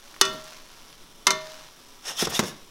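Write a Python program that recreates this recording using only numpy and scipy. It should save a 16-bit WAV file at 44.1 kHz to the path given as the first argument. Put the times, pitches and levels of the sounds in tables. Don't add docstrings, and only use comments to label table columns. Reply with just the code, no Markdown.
import sys
import numpy as np
from scipy import signal
from scipy.fft import rfft, irfft, next_fast_len
from scipy.io import wavfile
from scipy.ndimage import uniform_filter1d

SR = 44100
rng = np.random.default_rng(int(sys.argv[2]) if len(sys.argv) > 2 else 0)


def to_wav(sig):
    pcm = np.clip(np.atleast_2d(sig), -1, 1) * 32767
    pcm = np.round(pcm).astype(np.int16)
    wavfile.write(sys.argv[1], SR, pcm.T)


N = 119070


def amp(db):
    return 10 ** (np.asarray(db) / 20)


def unit(x):
    return x / np.sqrt(np.mean(x ** 2) + 1e-20)


def along(points, hz):
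    f, values = np.transpose(points)
    return np.interp(np.log(hz + 1), np.log(f + 1), values)


def level(points):
    return amp(np.interp(np.arange(N) / SR, *np.transpose(points)))


def coloured(x, shape):
    gain = amp(shape(np.fft.rfftfreq(N, 1 / SR)))
    return unit(irfft(rfft(x) * gain, N))


def noise(spectrum):
    return coloured(rng.standard_normal(N), lambda hz: along(spectrum, hz))


def grains(rate, spread_db):
    hits = rng.random(N) < rate / SR
    signs = rng.choice([-1, 1], N)
    sizes = amp(spread_db * np.clip(rng.standard_normal(N), -2, 2))
    return unit(hits * signs * sizes)


def fade(t60):
    return np.exp(-np.log(1000) * np.arange(N) / SR / t60)


def at(s, x):
    return np.pad(x, (max(round(s * SR), 0), 0))[:N]


def swelling(hz, t60, swell_s):
    t = np.arange(N) / SR
    return fade(t60) * (1 - np.exp(-t / swell_s)) * np.sin(2 * np.pi * hz * t)


def patchy(x, depth_db):
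    cells = signal.stft(x, nperseg=256)[2]
    field = rng.standard_normal(cells.shape)
    field = uniform_filter1d(field, size=3, axis=0)
    field = uniform_filter1d(field, size=7, axis=1)
    return unit(signal.istft(cells * amp(depth_db * unit(field)))[1][:N])


# (frequency [Hz], t60 [s])
ROOM_DECAY = [(100, 0.41), (400, 0.45), (1500, 0.52), (5000, 0.55), (9000, 0.26), (15000, 0.31)]
# (frequency [Hz], level [dB])
ROOM_TONE = [(100, 5.5), (3000, -0.5), (6000, -3.5), (16000, -5.5)]


def kitchen(x, room_db):
    hz, t, cells = signal.stft(rng.standard_normal(SR), SR, nperseg=256)
    tone = amp(along(ROOM_TONE, hz))[:, None]
    decay = np.exp(-np.log(1000) * t / along(ROOM_DECAY, hz)[:, None])
    tail = signal.istft(cells * tone * decay, SR)[1]
    tail = tail * (1 - np.exp(-np.arange(len(tail)) / SR / 0.00067))
    return x + amp(room_db) * signal.fftconvolve(x, tail / np.linalg.norm(tail))[:N]


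COUNTER_ECHO_S, COUNTER_ECHO_DB = 0.0034, -6


def blow(spectrum, tilt, t60, snap_db):
    x = rng.standard_normal(N) * fade(t60)
    x = x / np.linalg.norm(x)
    x[0] += amp(snap_db)
    x[round(COUNTER_ECHO_S * SR)] += amp(snap_db + COUNTER_ECHO_DB)
    size = 16384
    hz = np.fft.rfftfreq(size, 1 / SR)
    log_gain = np.log(amp(along(spectrum, hz) + tilt * np.log2(hz + 20)))
    cepstrum = irfft(log_gain)[:size // 2]
    y = irfft(np.exp(2 * rfft(cepstrum, size)) * rfft(x, size))
    return np.pad(y, (0, N - size)) / np.linalg.norm(y) * np.sqrt(SR * .01)


# (frequency [Hz], level [dB])
RUMBLE_SPECTRUM = [(18, -7.5), (35, -28.5), (90, -31.5), (300, -34), (1000, -95)]
RUMBLE_DB = -53.5


def rumble():
    return amp(RUMBLE_DB) * noise(RUMBLE_SPECTRUM)


# (frequency [Hz], level [dB])
SIZZLE_SPECTRUM = [(50, -20), (100, -10), (270, -7), (450, -8), (750, -14.5), (1100, -8), (1600, -16),
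                   (2500, -14.5), (3600, -9.5), (4500, -16.5), (5700, -6), (6400, -15.5), (11000, -16.5),
                   (15500, -22.5)]
SIZZLE_DB = -52.5


def sizzle():
    bursts = kitchen(grains(rate=2500, spread_db=4), room_db=-1.5)
    return amp(SIZZLE_DB) * coloured(bursts, lambda hz: along(SIZZLE_SPECTRUM, hz))


# (time [s], level [dB])
PASTA_MOTION = [(0, -53.5), (0.2, -55.5), (0.42, -46.5), (0.54, -47), (0.62, -53.5), (0.82, -53.5),
                (1.2, -64), (1.48, -46), (1.63, -50), (1.72, -57), (1.88, -57), (2.7, -62)]
# (frequency [Hz], level [dB])
SQUELCH_SPECTRUM = [(80, -28), (250, -10), (700, 2.5), (1150, 6.5), (2000, 1.5), (3500, 2), (6000, 2.5),
                    (8000, -8.5), (16000, -15.5)]
WET_RATE, WET_SPREAD_DB = 1300, 4.3
# (time [s], level [dB])
THUD_TIMES = [(0.213, -37), (0.269, -35), (0.323, -34), (1.271, -36), (1.322, -39)]
# (frequency [Hz], level [dB])
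THUD_SPECTRUM = [(40, -19), (100, -11.5), (180, -1.5), (290, -3.5), (500, -9), (1500, -31.5)]
THUD_T60, THUD_ATTACK_S = 0.21, 0.0065
# (time [s], level [dB], centre frequency [Hz])
POP_TIMES = [(0.111, -45, 5000), (0.142, -37, 1880), (0.164, -37.5, 1130), (0.442, -40, 6000),
             (0.496, -48, 4500), (0.507, -38, 5070), (0.524, -39.5, 1120), (0.928, -41.5, 3300),
             (1.519, -35, 3650)]
POP_T60, POP_OCTAVES = 0.014, 0.6


def pasta():
    crackle = coloured(grains(WET_RATE, WET_SPREAD_DB), lambda hz: along(SQUELCH_SPECTRUM, hz))
    wet = level(PASTA_MOTION) * crackle
    thud_shape = fade(THUD_T60) * (1 - np.exp(-np.arange(N) / SR / THUD_ATTACK_S))
    thuds = sum(at(s, amp(db) * noise(THUD_SPECTRUM) * thud_shape) for s, db in THUD_TIMES)

    def pop(centre):
        def band(hz):
            octaves = np.log2((hz + 1) / centre)
            return -20 * np.log10(1 + (octaves / POP_OCTAVES) ** 2)
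        return coloured(rng.standard_normal(N), band)

    pops = sum(at(s, amp(db) * pop(hz) * fade(POP_T60)) for s, db, hz in POP_TIMES)
    return kitchen(wet + pops, room_db=-12.0) + thuds


# (time of top speed [s], half-length [s],
# level before SCRAPE_DB [dB], treble tilt [dB per octave])
PAN_SHOVES = [(2.092, 0.037, -31.5, -0.5), (2.211, 0.032, -24.5, 1), (2.255, 0.0069, -28.5, 0),
              (2.303, 0.0088, -35.5, 11), (2.32, 0.02, -35.5, -3.5), (2.361, 0.026, -27, 1.1),
              (2.474, 0.034, -38, 2.5)]
# (frequency [Hz], level [dB])
SCRAPE_SPECTRUM = [(60, -47), (150, -11.5), (300, -10.5), (750, -3.5), (1400, -5.5), (2400, -8),
                   (3300, -3.5), (4400, -9.5), (5800, -3), (7500, -9.5), (11000, -12.5), (16000, -24)]
# (frequency [Hz], width [Hz], lift [dB])
BASE_RESONANCES = [(1860, 83, 7), (2770, 350, 4.5), (3520, 530, 5.5), (5350, 800, 7.5), (6540, 450, 2.5)]
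SLIP_RATE, SLIP_SPREAD_DB, SCRAPE_PATCHY_DB = 9000, 2.5, 2
SCRAPE_DB, SCRAPE_ROOM_DB = 0.5, -13
SQUEAK_S, SQUEAK_HALF_S, SQUEAK_DB = 2.364, 0.01, -28.5
SQUEAK_HZ, SQUEAK_WIDTH_HZ = 3626, 170


def scrape():
    t, hz = np.arange(N) / SR, np.fft.rfftfreq(N, 1 / SR)

    def swell(s, half, db):
        return amp(db) * np.exp(-((t - s) / half) ** 2)

    resonances = sum(db / (1 + (2 * (hz - c) / w) ** 2) for c, w, db in BASE_RESONANCES)
    body = along(SCRAPE_SPECTRUM, hz) + resonances
    slips = patchy(grains(SLIP_RATE, SLIP_SPREAD_DB), SCRAPE_PATCHY_DB)
    shoves = np.zeros(N)
    for s, half, db, tilt in PAN_SHOVES:
        shoves += swell(s, half, db) * coloured(slips, lambda f: body + tilt * np.log2(f + 20))

    def squeak_band(f):
        return -20 * np.log10(1 + (2 * (f - SQUEAK_HZ) / SQUEAK_WIDTH_HZ) ** 2)

    squeak = swell(SQUEAK_S, SQUEAK_HALF_S, SQUEAK_DB) * coloured(slips, squeak_band)
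    return kitchen(amp(SCRAPE_DB) * shoves + squeak, SCRAPE_ROOM_DB)


# (time [s], level [dB], treble tilt [dB per octave])
KNOCK_TIMES = [(2.224, -21.5, -1.3), (2.271, -25, -1), (2.3926, -15.5, 0.5), (2.4283, -29, -2),
               (2.437, -29.5, 0.1), (2.483, -41, -1.5)]
# (frequency [Hz], level [dB])
KNOCK_SPECTRUM = [(30, -44), (55, -19), (85, -2), (150, -1), (210, 1.5), (450, 1.5), (800, -5.5),
                  (1300, -8), (2200, -15), (4200, -17), (5600, -13), (8000, -23), (16000, -32.5)]
KNOCK_T60, KNOCK_SNAP_DB, KNOCK_ROOM_DB = 0.057, -6.5, -14


def knocks():
    out = np.zeros(N)
    for s, db, tilt in KNOCK_TIMES:
        knock = amp(db) * blow(KNOCK_SPECTRUM, tilt, KNOCK_T60, KNOCK_SNAP_DB)
        out += at(s, kitchen(knock, KNOCK_ROOM_DB))
    return out


# (time [s], ring level [dB], clack level [dB], clack t60 [s],
# treble tilt [dB per octave], spot struck [0-2])
TONG_CONTACTS = [(0.2125, 0, -10.5, 0.031, 0.15, 0), (0.252, -14, -30, 0.044, 1.5, 2),
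                 (1.2688, -1, -12.5, 0.047, -0.6, 1), (1.306, -5, -17.5, 0.055, -0.95, 2)]
# (frequency [Hz], t60 [s],
# level at spot 0 [dB], level at spot 1 [dB], level at spot 2 [dB])
STEEL_MODES = [(388, .35, -24, -29, -42), (981, .34, -34, -22, -40), (1126, .33, -26, -27, -42),
               (1363, .4, -26, -24, -46), (1443, .32, -30, -37, -36), (1809, .42, -46, -30, -50),
               (1842, .42, -30, -41, -44), (1916, .21, -26, -42, -44), (2116, .35, -37, -18.5, -56),
               (2434, .24, -33, -33, -42), (2625, .26, -32, -34, -44), (2950, .25, -23, -54, -52),
               (3021, .36, -46, -28.5, -54), (3476, .26, -25, -43, -42), (3540, .31, -27, -36, -28),
               (3591, .22, -32, -28, -25), (4188, .31, -33, -35, -34), (4935, .12, -25, -26, -45),
               (5303, .17, -28, -38, -40), (5421, .15, -38, -38, -27), (6000, .17, -27, -38, -37),
               (6350, .08, -25, -31, -24), (8000, .16, -39, -41, -40)]
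# (frequency [Hz], level [dB])
CLACK_SPECTRUM = [(60, -32), (180, -12), (400, -5.5), (760, -6.5), (1100, 3), (2600, -4), (3700, 1),
                  (4600, 1), (6200, 5), (7500, -5.5), (12000, -13), (16000, -27)]
# (level at spot 0 [dB], at spot 1 [dB], at spot 2 [dB])
BOWL_LEVELS = [-19.5, -15, -55]
BOWL_HZ, BOWL_T60, BOWL_SWELL_S = 627.6, 0.58, 0.22
HOB_HZ, HOB_T60, HOB_SWELL_S, HOB_DB = 154, 0.68, 0.066, -41.5
SHIMMER_LOW_HZ, SHIMMER_HIGH_HZ, SHIMMER_T60, SHIMMER_DB = 1700, 7500, 0.06, -40
TILT_PIVOT_HZ, RING_ROOM_DB = 2000, -19
CLACK_SNAP_DB, CLACK_ROOM_DB = -7, -16.5


def ringing(tilt, spot):
    t, ring = np.arange(SR) / SR, np.zeros(SR)

    def mode(hz, t60, db):
        return amp(db - 60 * t / t60) * np.sin(2 * np.pi * hz * t)

    for k, (hz, t60, *spot_db) in enumerate(STEEL_MODES):
        ring += (-1) ** k * mode(hz, t60, spot_db[spot] + tilt * np.log2(hz / TILT_PIVOT_HZ))
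    for k, (place, length) in enumerate(rng.random(size=(24, 2))):
        hz = np.interp(place, [0, 1], [SHIMMER_LOW_HZ, SHIMMER_HIGH_HZ])
        ring += (-1) ** k * mode(hz, SHIMMER_T60 * (.5 + length), SHIMMER_DB)
    return np.pad(ring, (0, N - SR))


def tongs():
    out = np.zeros(N)
    for s, ring_db, clack_db, clack_t60, tilt, spot in TONG_CONTACTS:
        spot = int(round(spot))
        ring = kitchen(ringing(tilt, spot), RING_ROOM_DB)
        bowl = amp(BOWL_LEVELS[spot]) * swelling(BOWL_HZ, BOWL_T60, BOWL_SWELL_S)
        hob = amp(HOB_DB) * swelling(HOB_HZ, HOB_T60, HOB_SWELL_S)
        clack = amp(clack_db) * blow(CLACK_SPECTRUM, tilt, clack_t60, CLACK_SNAP_DB)
        out += at(s, amp(ring_db) * (ring + bowl + hob) + kitchen(clack, CLACK_ROOM_DB))
    return out


def scene():
    return (rumble() + sizzle() + pasta() + scrape() + knocks() + tongs())[None]


CLIP_LEVEL, TOP_HZ = 0.92, 15900


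def record(dry):
    size = next_fast_len(N + SR // 2)
    clipped = np.clip(dry, -CLIP_LEVEL, CLIP_LEVEL)
    kept = np.fft.rfftfreq(size, 1 / SR) < TOP_HZ
    return irfft(rfft(clipped, size) * kept, size)[..., :N]


dry = scene()
out = record(dry)
to_wav(out)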